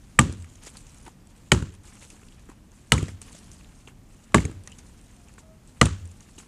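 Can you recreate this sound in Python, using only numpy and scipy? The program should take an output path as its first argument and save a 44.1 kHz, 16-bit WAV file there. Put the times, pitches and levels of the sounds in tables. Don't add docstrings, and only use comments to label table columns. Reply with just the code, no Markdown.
import sys
import numpy as np
from scipy import signal
from scipy.fft import rfft, irfft, next_fast_len
from scipy.io import wavfile
from scipy.ndimage import uniform_filter1d

SR = 44100
rng = np.random.default_rng(int(sys.argv[2]) if len(sys.argv) > 2 else 0)


def transcribe(u):
    v = np.clip(np.atleast_2d(u).T, -1, 1)
    q = np.round(v * 32767).astype(np.int16)
    wavfile.write(sys.argv[1], SR, q)


def voltage_ratio(level):
    return 10 ** (np.asarray(level, float) / 20)


N = 285327


def unit(x):
    return x / np.sqrt(np.mean(x ** 2) + 1e-20)


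def peaked(x):
    return x / np.abs(x).max()


def wandering(count, size):
    return unit(uniform_filter1d(rng.standard_normal(count), size=size))


def along(points, hz):
    f, v = np.transpose(points)
    return np.interp(np.log(hz + 1), np.log(f + 1), v)


def curves(rows):
    s, *cols = np.transpose(rows)
    return [np.interp(np.arange(N) / SR, s, c) for c in cols]


def filtered(x, response):
    m = next_fast_len(len(x) + 8192)
    spectrum = rfft(x, m) * response(np.fft.rfftfreq(m, 1 / SR))
    return irfft(spectrum, m)[:len(x)]


def coloured(x, spectrum):
    return unit(filtered(x, lambda hz: voltage_ratio(along(spectrum, hz))))


def causal(points, hz):
    ceps = irfft(np.log(voltage_ratio(along(points, hz))))
    half = len(ceps) // 2
    folded = np.r_[ceps[0], 2 * ceps[1:half], np.zeros(len(ceps) - half)]
    return np.exp(rfft(folded))[:len(hz)]


def resonances(peaks, f):
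    total = 0
    for k, (centre, width, db) in enumerate(peaks):
        damping = 1j * f * width
        total = total + (-1) ** k * voltage_ratio(db) * damping / (centre * centre - f * f + damping)
    return total


def ring(modes, t, scatter_db):
    total = 0
    for hz, db, t60, way in modes:
        level = db + scatter_db * rng.standard_normal()
        total = total + way * voltage_ratio(level - 60 * t / t60) * np.sin(2 * np.pi * hz * t)
    return total


def gritty(count, depth_db):
    return rng.standard_normal(count) * voltage_ratio(depth_db * wandering(count, 150))


def add(track, s, x):
    part = track[round(s * SR):][:len(x)]
    part += x[:len(part)]


# frequency in Hz, level in dB.
AIR_SPECTRUM = [(15, -29.5), (25, 3), (81, 0.5), (151, -4.5), (214, -3.5), (429, -18.5), (1130, -25),
                (1400, -28), (2390, -30), (3980, -34.5), (7170, -34), (11600, -39), (12900, -46.5),
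                (14000, -45), (15200, -47.5)]
# time in seconds, level in dB.
TRAFFIC_LEVEL = [(0.0, -51), (2.88, -52), (3.12, -50), (3.55, -50), (4.27, -52.5), (4.49, -48),
                 (5.03, -51.5), (5.78, -51.5), (5.93, -49), (6.47, -53)]


def background():
    whine_hz, whine_db = 14060, -79.5
    drift = 0.6 * wandering(N, 400)
    whine = voltage_ratio(2.5 * wandering(N, 1500)) * np.sin(2 * np.pi * whine_hz * np.arange(N) / SR + drift)
    traffic_db = curves(TRAFFIC_LEVEL)[0] + 2.0
    return voltage_ratio(traffic_db) * coloured(rng.standard_normal(N), AIR_SPECTRUM) + voltage_ratio(whine_db) * whine


# time in seconds, pitch in Hz, level in dB.
BIRD_NOTES = [
    [(5.16, 732, -75), (5.17, 717, -64), (5.2, 705, -68), (5.276, 690, -68.5), (5.32, 705.3, -75.5)],
    [(5.425, 632, -64), (5.444, 640, -61), (5.528, 638, -57), (5.59, 640, -74)],
]


def bird():
    out = np.zeros(N)
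    for note in BIRD_NOTES:
        hz, db = curves(note)
        db = db + 2 * wandering(N, 700)
        start, end = note[0][0], note[-1][0]
        edge = curves([(start - 0.02, 0), (start + 0.014, 1), (end - 0.02, 1), (end + 0.029, 0)])[0]
        phase = 2 * np.pi * np.cumsum(hz) / SR
        out += edge * voltage_ratio(db + 3.5) * (np.sin(phase) + voltage_ratio(-14.0) * np.sin(2 * phase))
    return out


def crackle(spectrum, clump_db, grit_db, grains, patchy_db):
    unevenness = voltage_ratio(clump_db * wandering(N, 900) + grit_db * wandering(N, 60))
    spikes = grains * (rng.random(N) < 600 / SR) * rng.standard_normal(N)
    z = signal.stft(unevenness * (rng.standard_normal(N) + spikes), nperseg=256)[2]
    patches = uniform_filter1d(rng.standard_normal(z.shape), size=8, axis=0)
    patches = uniform_filter1d(patches, size=5, axis=1)
    return coloured(signal.istft(z * voltage_ratio(patchy_db * unit(patches)), nperseg=256)[1][:N], spectrum)


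def stroke(start, start_db, end, end_db):
    edge_s, fade_s = 0.022, 0.055
    t = np.arange(N) / SR
    edges = np.clip(np.minimum((t - start) / edge_s, (end - t) / fade_s + 0.5), 0, 1)
    return edges * voltage_ratio(np.interp(t, [start, end], [start_db, end_db]))


# frequency in Hz, level in dB per Hz.
CRISP_SPECTRUM = [(1470, -39.5), (2500, -7), (3860, -6), (5200, -6), (6860, 0), (8460, -1.5), (10500, -8),
                  (12500, -20.5), (15600, -38.5), (16000, -46)]
# frequency in Hz, level in dB.
CLOTH_SPECTRUM = [(260, -23.5), (450, 0), (627, -14), (760, -1.5), (1460, -3.5), (2930, -5.5),
                  (5000, -24.5), (6500, -34), (11000, -120)]
# tug in seconds, catch overhead in seconds.
LIFTS_AT = [
    (.36, 1.115),
    (1.832, 2.53),
    (3.205, 3.91),
    (4.625, 5.43),
    (6.04, 6.6),
]
# level at the tug in dB, level at the catch in dB.
LIFT_LEVELS = [(-63, -61), (-54.5, -71), (-53, -69), (-63, -67.5), (-68, -59)]
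# start in seconds, level in dB, crumbs settling after the blow in dB.
DOWNSWINGS = [
    (0, -68, -61),
    (1.28, -68, -62),
    (2.72, -67, -48.5),
    (4.09, -69, -64.5),
    (5.64, -65.5, -55),
]
# start in seconds, swell in seconds, crisp in dB, cloth in dB.
SCUFFS_AT = [(.62, 0.022, -55.5, -54), (0.661, 0.01, -45.5, -56), (0.729, 0.018, -61, -61),
             (.768, 0.011, -56.5, -72), (1.062, 0.0061, -57.5, -61), (1.725, 0.01005, -66, -55),
             (1.856, 0.011, -75.5, -58), (2.004, 0.022, -56, -65), (2.101, 0.0041, -49.5, -62),
             (2.486, 0.0092, -61, -51.5), (3.081, 0.0074, -48, -45.5), (3.215, 0.0056, -61, -51),
             (3.28, 0.0048, -75, -57), (3.345, 0.013, -52, -70), (3.873, 0.008, -62, -51.5),
             (4.673, 0.0044, -56.5, -48), (4.784, 0.0041, -50.5, -60), (5.379, 0.0093, -59, -56.5),
             (6.202, 0.0094, -62, -58.5), (6.377, 0.012, -52, -56)]


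def leaves():
    t = np.arange(N) / SR
    motion = voltage_ratio(-72) + np.zeros(N)
    for (tug, catch), (tug_db, catch_db) in zip(LIFTS_AT, LIFT_LEVELS):
        motion += stroke(tug, tug_db, catch, catch_db)
    for (s, db, settle_db), (blow, *_) in zip(DOWNSWINGS, BLOWS_AT):
        motion += stroke(s, db, blow, db + 2.5)
        motion += stroke(blow, settle_db, blow + 0.22, settle_db - 16)
    crisp_gain, cloth_gain = motion, voltage_ratio(-4) * motion
    for s, swell, crisp_db, cloth_db in SCUFFS_AT:
        u = np.maximum(t - s, 0) / swell
        bump = u * np.exp(1 - u)
        crisp_gain = crisp_gain + voltage_ratio(crisp_db) * bump
        cloth_gain = cloth_gain + voltage_ratio(cloth_db) * bump
    crisp = crackle(CRISP_SPECTRUM, clump_db=1.5, grit_db=2.0, grains=4, patchy_db=2.5)
    cloth = crackle(CLOTH_SPECTRUM, clump_db=3.5, grit_db=2.5, grains=5.7, patchy_db=2.0)
    return crisp_gain * crisp + cloth_gain * cloth


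def snap(out, s, db, hz, knock_db, leaf_db, t60):
    t = np.arange(SR // 16) / SR
    decay = voltage_ratio(-60 * t / max(t60, 0.004)) * np.minimum(t / 0.0003, 1)
    burst = np.sign(rng.standard_normal(len(t))) * decay
    tick = filtered(burst, lambda f: resonances([(hz, 0.12 * hz + 500, 0)], f) ** 2.0)
    leaf = filtered(burst, lambda f: causal(CRISP_SPECTRUM, f))
    litter = [(240, 300, -2.5), (764, 520, -17.5)]
    knock = filtered(burst, lambda f: resonances(litter, f) / (1 + 1j * f / 1500))
    mixed = peaked(tick) + voltage_ratio(leaf_db) * peaked(leaf) + voltage_ratio(knock_db) * peaked(knock)
    add(out, s, voltage_ratio(db - 3.0) * mixed)


def ping(out, s, db, hz, t60):
    t = np.arange(SR // 16) / SR
    add(out, s, voltage_ratio(db - 60 * t / t60) * np.minimum(t / 0.0012, 1) * np.sin(2 * np.pi * hz * t))


# start in seconds, peak in dB, colour in Hz.
LEAF_TICKS_AT = [(0.423, -40, 7730), (0.6354, -38.5, 8650), (0.7697, -32, 4540), (0.555, -43, 6470),
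                 (.945, -43, 7900), (0.8672, -44, 6190), (0.984, -43, 9200), (1.2712, -44, 8000),
                 (1.74, -47, 8500), (1.953, -41.5, 8120), (1.9943, -46, 6280), (2.1014, -38, 6870),
                 (2.7174, -48, 6520), (3.2161, -28.5, 8230), (3.3286, -40, 7800), (3.3288, -46, 4300),
                 (3.5156, -38, 6380), (4.09, -55.5, 7020), (4.6362, -44, 7940), (4.6743, -30.5, 6400),
                 (4.674, -36.5, 4000), (0.7704, -36.5, 8000), (4.322, -50.5, 7000), (4.7862, -47, 4590),
                 (5.013, -44, 8270), (5.164, -45, 8730), (5.339, -43.5, 9000), (5.675, -44, 7750),
                 (6.055, -42.5, 7130), (6.0752, -43, 8330), (6.206, -41.5, 6140), (6.115, -44.5, 7130),
                 (6.363, -47, 7330), (6.384, -37, 7100), (0.4986, -48, 7000), (0.807, -45, 9060),
                 (1.027, -46, 9000), (1.052, -44.5, 8000), (1.08, -40, 9500), (1.7212, -51, 7000),
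                 (1.75, -43, 9500), (1.835, -47, 8000), (1.9458, -48.5, 9000), (2.0233, -45, 8000),
                 (2.285, -48, 4950), (3.289, -47, 6200), (3.5668, -47, 5000), (4.5137, -41.5, 8060),
                 (4.6969, -48, 8000), (4.718, -41.5, 7000), (5.285, -47, 6460)]
# knock in dB, leaf edge in dB, t60 in seconds.
LEAF_BODY = (-13, 2.3, 0.013)
# start in seconds, peak in dB, colour in Hz.
TWIGS_AT = [(.4436, -37.5, 2620), (.445, -45, 1490), (.5525, -50, 3290), (1.7406, -46, 1210),
            (2.104, -37.5, 2670), (2.1949, -47, 1710), (2.233, -44, 2540), (2.2835, -48, 3030),
            (2.3223, -43.5, 2980), (3.6087, -44, 2590), (3.645, -43, 3560), (4.321, -41.5, 1100),
            (4.318, -46.5, 2900), (2.215, -49, 2300), (2.217, -48, 1300), (2.231, -47, 1200),
            (2.499, -39, 1000), (2.516, -42.5, 1000), (4.749, -48, 3500), (4.718, -40, 2830),
            (5.2831, -44.5, 2760)]
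# knock in dB, leaf edge in dB, t60 in seconds.
TWIG_BODY = (-15, -4.5, 0.013)
# start in seconds, level in dB, pitch in Hz, t60 in seconds.
BUMPS_AT = [
    (1.864, -47.5, 333, .03),
    (1.881, -45, 330, .03),
    (2.131, -39.5, 300, 0.024),
    (2.229, -43, 402, .025),
    (2.4922, -37.5, 283, 0.047),
    (1.0718, -39, 328, 0.038),
    (4.3582, -12, 500, 0.013),
]


def litter():
    out = np.zeros(N)
    for row in LEAF_TICKS_AT:
        snap(out, *row, *LEAF_BODY)
    for row in TWIGS_AT:
        snap(out, *row, *TWIG_BODY)
    for row in BUMPS_AT:
        ping(out, *row)
    return out


# start in seconds, peak in dB, colour in Hz, knock in dB.
GRIPS_AT = [
    (0.6687, -44.5, 1990, 10.5),
    (1.0656, -39.5, 2600, -8),
    (1.073, -40.5, 1680, -12.5),
    (1.0784, -34, 880, -10.5),
    (2.0234, -41, 2100, 1),
    (2.4889, -42, 1210, 1),
    (3.3473, -57.5, 600, 23),
    (3.873, -33.5, 2750, -3),
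    (5.3799, -39.5, 1700, -5),
    (6.3803, -36, 2980, -3.5),
]
# leaf edge in dB, t60 in seconds.
GRIP_BODY = (-11, 0.028)


def hands():
    out = np.zeros(N)
    for row in GRIPS_AT:
        snap(out, *row, *GRIP_BODY)
    return out


# time in seconds, pitch in Hz, level in dB.
SQUEAK_PATH = [
    (4.688, 2800, -65),
    (4.705, 2720, -58),
    (4.722, 2950, -54.5),
    (4.745, 2800, -65),
]


def squeak():
    hz, db = curves(SQUEAK_PATH)
    t = np.arange(N) / SR
    waver = unit(uniform_filter1d(rng.standard_normal((2, N)), size=130, axis=1))
    on = (t > SQUEAK_PATH[0][0]) & (t < SQUEAK_PATH[-1][0])
    return on * voltage_ratio(db + 5.5 * waver[0]) * np.sin(2 * np.pi * np.cumsum(hz + 170 * waver[1]) / SR)


# start in seconds, peak in dB, colour in Hz, knock in dB, leaf edge in dB.
CHIPS_AT = [(0.2087, -25, 1040, -21.5, -11), (0.212, -28, 6980, -28.5, 6), (0.325, -40.5, 8300, 3, 11.5),
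            (1.5322, -21.5, 6670, -12, -3.5), (1.6236, -33, 1090, -31, -1), (2.9334, -19, 3600, -13, -10.5),
            (2.938, -26, 7900, -21.5, 0), (2.979, -20, 2020, -10, -2.5), (3.027, -32, 3050, 0, 8.5),
            (3.0825, -36.5, 1310, 3, 6), (4.3805, -17, 2030, 3, -17), (4.4038, -27.5, 2100, -4, 2.5),
            (4.451, -25.5, 1960, -7.5, -13.5), (4.452, -27, 7800, -9.5, 1), (4.481, -44, 1590, 14, -10),
            (4.496, -46, 1170, 19, -8), (4.514, -41.5, 1470, -5.5, -4), (5.8274, -11, 930, -28, -19),
            (5.854, -27, 2500, -2.5, 6.5), (5.8563, -21, 3560, 0, 9), (5.866, -21, 1290, -2.5, -3)]
# start in seconds, level in dB, pitch in Hz, t60 in seconds.
PINGS_AT = [(2.981, -27.5, 6900, 0.022), (4.383, -34, 6100, 0.023), (4.452, -25, 6560, 0.02),
            (2.953, -35.5, 2950, .03), (3.329, -46, 2300, .012), (5.381, -45, 1100, .03),
            (5.404, -51, 950, .03), (5.827, -30, 4300, .012), (.7702, -42, 4670, .015),
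            (1.0655, -44, 2640, 0.013), (1.0665, -40.5, 900, 0.024), (1.08, -43, 879.6, .015),
            (4.6745, -36.5, 1939, .015)]


def chips():
    out = np.zeros(N)
    for row in CHIPS_AT:
        snap(out, *row, 0.019)
    for row in PINGS_AT:
        ping(out, *row)
    return out


# start in seconds, length in seconds, level in dB, pitch in Hz.
SWAYS_AT = [
    (.375, .105, -36.5, 88),
    (1.709, .07, -45.5, 90.2),
    (3.115, .07, -41.5, 91.8),
    (4.545, .075, -37, 90),
    (6.03, 0.101, -36, 87.9),
]


def sway():
    out = np.zeros(N)
    for s, length, db, hz in SWAYS_AT:
        t = np.arange(round(length * SR)) / SR
        swell = np.sin(np.pi * (t / length) ** 0.7) ** 0.8
        add(out, s, voltage_ratio(db) * swell * np.sin(2 * np.pi * hz * t))
    return out


# frequency in Hz, level in dB per Hz.
SCATTER_SPECTRUM = [(260, -31.5), (450, -0.5), (635, -8), (1170, -5), (2160, -17), (2870, -14.5),
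                    (5220, -20.5), (7360, -13.5), (10500, -28.5), (14200, -50), (16000, -72)]
# frequency in Hz, t60 in seconds.
WOOD_DECAY = [(200, 0.44), (600, 0.15), (2000, 0.52), (8000, 0.45), (14000, .2)]


def echo(count):
    scattered = coloured(gritty(count, depth_db=2.0), SCATTER_SPECTRUM)
    hz, t, z = signal.stft(scattered, SR, nperseg=256)
    decay = voltage_ratio(-60 * t / along(WOOD_DECAY, hz)[:, None])
    return signal.istft(z * decay, SR, nperseg=256)[1][:count]


# near trunks in dB, far trunks in dB.
TRUNK_LEVELS = [(-18.5, -31), (-18.5, -31.5), (-17, -29), (-16.5, -31.5), (-18, -29.5)]
# frequency in Hz, level in dB per Hz.
SOIL_SPECTRUM = [(40, -31), (70, 0), (150, 5), (300, 0), (500, -11), (900, -35.5)]


def surroundings(t, near_db, far_db, rebound_db):
    near = voltage_ratio(near_db - 60 * t / 0.1) * coloured(gritty(len(t), depth_db=3.5), SCATTER_SPECTRUM)
    rumble_db = -21 + 0.79 * rebound_db
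    rumble = voltage_ratio(rumble_db - 60 * t / 0.39) * coloured(rng.standard_normal(len(t)), SOIL_SPECTRUM)
    return np.minimum(t / 0.013, 1) * (near + voltage_ratio(far_db) * echo(len(t)) + rumble)


# frequency in Hz, level in dB.
CRACK_SPECTRUM = [(300, -19.5), (800, -8), (2000, -5.5), (3500, -6), (5000, -12), (8000, -7.5),
                  (10500, -12), (13000, -31.5), (16000, -46)]


def crack(t, cut, split, splinter_db, splinter_hz):
    wood = np.zeros(len(t))
    for hz, db, t60, rise in cut:
        wander = 0.5 * wandering(len(t), 40)
        build_up = 1 - np.exp(-t / rise)
        wood += voltage_ratio(db - 60 * t / t60) * build_up * np.sin(2 * np.pi * hz * t + 0.69 * wander)
    wood = wood * np.minimum(t / 0.0011, 1)
    peak, spread, after_db = split
    parting = np.exp(-((t - peak) / spread) ** 2)
    after_crackle = voltage_ratio(after_db - 60 * t / 0.065) * np.minimum(t / peak, 1)
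    force = (parting + after_crackle) * np.minimum(t / 0.00049, 1)
    tearing = np.sign(rng.standard_normal(len(t))) * force
    splinter = [(splinter_hz, 1200, 4)]
    fibres = filtered(tearing, lambda hz: causal(CRACK_SPECTRUM, hz) * (1 + resonances(splinter, hz)))
    return peaked(peaked(wood) + voltage_ratio(splinter_db) * peaked(fibres))


# pitch in Hz, level in dB, t60 in seconds, direction.
GROUND_MODES = [(64.9, -19.2, 0.342, 1), (78.5, -29.4, 0.731, -1), (96.6, -24.7, 0.63, -1),
                (108.0, -13.1, 0.115, 1), (147.4, -2.0, 0.04, -1), (156.6, -17.1, 0.246, 1),
                (205.4, -28.7, 0.31, -1), (236.4, -2.0, 0.04, -1), (241.7, -8.2, 0.101, 1),
                (312.0, -28.8, 0.186, 1), (340.0, -12.2, 0.099, 1), (344.4, -14.4, 0.101, -1),
                (441.9, -33.2, 0.077, -1)]
# pitch in Hz, level in dB, t60 in seconds, direction.
STEM_MODES = [(84.6, 1.5, .9, 0.9), (91.3, -3.5, 0.93, 0.7), (101.24, -8, .9, -0.79)]


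def thud(t, thud_db, upper_db, stem_db, held):
    ground = [(hz, db + upper_db * (hz > 200), t60, way) for hz, db, t60, way in GROUND_MODES]
    shaken = voltage_ratio(thud_db) * (1 - np.exp(-t / 0.001)) * ring(ground, t, scatter_db=-1.37)
    stilled = np.clip((held - t) / 0.041, 0, 1) * np.minimum(t / 0.084, 1)
    return shaken + voltage_ratio(stem_db) * ring(STEM_MODES, t, scatter_db=0.5) * stilled


# pitch in Hz, level in dB, t60 in seconds, direction.
REBOUND_MODES = [(135, -14.5, 0.04, -0.76), (264, -20.5, 0.023, -0.71), (436, -28.5, .03, 0.42)]


def rebound(t, db):
    return voltage_ratio(db) * (1 - np.exp(-t / 0.001)) * ring(REBOUND_MODES, t, scatter_db=3.0)


# start in seconds, crack in dB, splinter in dB, splinter in Hz.
BLOWS_AT = [
    (0.1888, 2.5, -1, 7950),
    (1.5176, 0.5, 1, 7190),
    (2.9197, 4, -5, 7850),
    (4.3436, 0.5, -4.5, 7970),
    (5.8127, 1, -2.5, 6690),
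]
# pitch in Hz, level in dB, t60 in seconds, build-up in seconds.
FIRST_CUT = [(1900, 6, 0.011, .0004), (1194.4, -0.5, 0.038, 0.0024), (3116, -7.5, 0.026, 0.0023),
             (583, -17.5, 0.044, 0.0032), (2260, -1, 0.014, 0.0006), (510, -11.5, 0.035, 0.0023),
             (856, -13, 0.039, .002)]
SECOND_CUT = [(1904, -10, 0.029, 0.00092), (871, -8.5, 0.024, 0.0012), (371.8, -9.5, 0.061, 0.0053),
              (2250, 1.5, 0.011, 0.00065), (3050, -2.5, 0.016, 0.00061), (3390, -12, 0.012, 0.0018),
              (600, -12, 0.042, 0.0051), (1100, -10, 0.028, 0.002), (1331, -13, 0.028, 0.0018),
              (2440, -5, 0.012, .001), (4225, -10.5, 0.013, .001)]
THIRD_CUT = [(1967, 5.5, 0.0071, 0.00034), (2930, 3.5, 0.011, 0.00081), (930, -10, 0.033, 0.0035),
             (502.7, -12.5, 0.023, 0.001), (1310, -11, 0.034, .002), (683, -19, 0.028, 0.002),
             (2967, -27, 0.093, 0.0046), (3650, -9.5, .012, 0.0011), (4260, -11, 0.016, 0.0011)]
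FOURTH_CUT = [(2094, -2, 0.012, 0.00086), (1138, -4.5, 0.033, 0.002), (612, -3.5, 0.021, 0.0017),
              (2980, -15.5, 0.025, 0.0024), (774, -11, 0.025, .002), (406, -12.5, 0.065, 0.0025),
              (928, -11, 0.045, 0.0024), (1710, -8, 0.025, 0.0011)]
FIFTH_CUT = [(1182, 6, 0.021, 0.006), (1420, -7, 0.018, .003), (1990, -4.5, 0.022, 0.0021),
             (588.4, -12.5, 0.029, 0.0025), (2900, -5, 0.016, 0.0015), (2500, -11.5, 0.018, 0.0016),
             (4200, -10.5, 0.013, .001), (791, -14, 0.031, 0.0025), (472, -8, 0.03, 0.0028)]
# loudest after in seconds, spread in seconds, after-crackle in dB.
FIBRE_SPLITS = [(.0038, .0013, -15.5), (.0021, .0011, -8.5), (0.0018, 0.002, -10), (.0024, .0012, -13),
                (.0024, 0.0013, -10.5)]
THUDS_AT = [.1949, 1.5229, 2.9248, 4.3483, 5.8175]
REBOUNDS_AT = [0.2968, 1.6253, 3.0289, 4.4528, 5.908]
# thud in dB, upper ground modes in dB, rebound in dB, stem ring in dB,
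# stem stilled after in seconds.
LANDINGS = [
    (-1, -0.5, -1.5, -34, 0.22),
    (-1, -5, -2, -43.5, 0.22),
    (-1, -8.5, -1, -40.5, .22),
    (1, 3, 0.5, -34, .22),
    (1, 0, -12.5, -30, .23),
]


def axe():
    out, t = np.zeros(N), np.arange(SR // 2) / SR
    cuts = [FIRST_CUT, SECOND_CUT, THIRD_CUT, FOURTH_CUT, FIFTH_CUT]
    rows = zip(BLOWS_AT, FIBRE_SPLITS, cuts, THUDS_AT, REBOUNDS_AT, TRUNK_LEVELS, LANDINGS)
    for blow, split, cut, thud_s, rebound_s, (near_db, far_db), landing in rows:
        s, db, splinter_db, splinter_hz = blow
        thud_db, upper_db, rebound_db, stem_db, held = landing
        add(out, s, voltage_ratio(db) * crack(t, cut, split, splinter_db, splinter_hz))
        add(out, s, surroundings(t, near_db, far_db, rebound_db))
        add(out, thud_s, thud(t, thud_db, upper_db, stem_db, held))
        add(out, rebound_s, rebound(t, thud_db + rebound_db))
    return out


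# frequency in Hz, gain in dB.
PORT_GAIN = [(20, -26), (36, -1.5), (50, 3), (10500, 0), (12500, -12), (15000, -11), (16500, -38.5)]


def scene():
    close = axe() + sway() + chips() + squeak() + hands() + litter()
    near = filtered(close, lambda hz: voltage_ratio(along(PORT_GAIN, hz)))
    faint = filtered(leaves() + bird() + background(), lambda hz: hz < 15300)
    return (near + faint)[None]


def band_limit(x):
    return signal.sosfilt(signal.butter(12, 16510, fs=SR, output="sos"), x)


# frequency in Hz, gain in dB.
TOP_GAIN = [(14500, -1.5), (16300, -11), (16700, -60)]


def record(dry):
    clipped = dry[0] / (1 + np.abs(dry[0] / 1.08) ** 12) ** (1 / 12)
    mix = filtered(clipped, lambda hz: voltage_ratio(along(TOP_GAIN, hz)))[None]
    return band_limit(mix)


dry = scene()
out = record(dry)
transcribe(out)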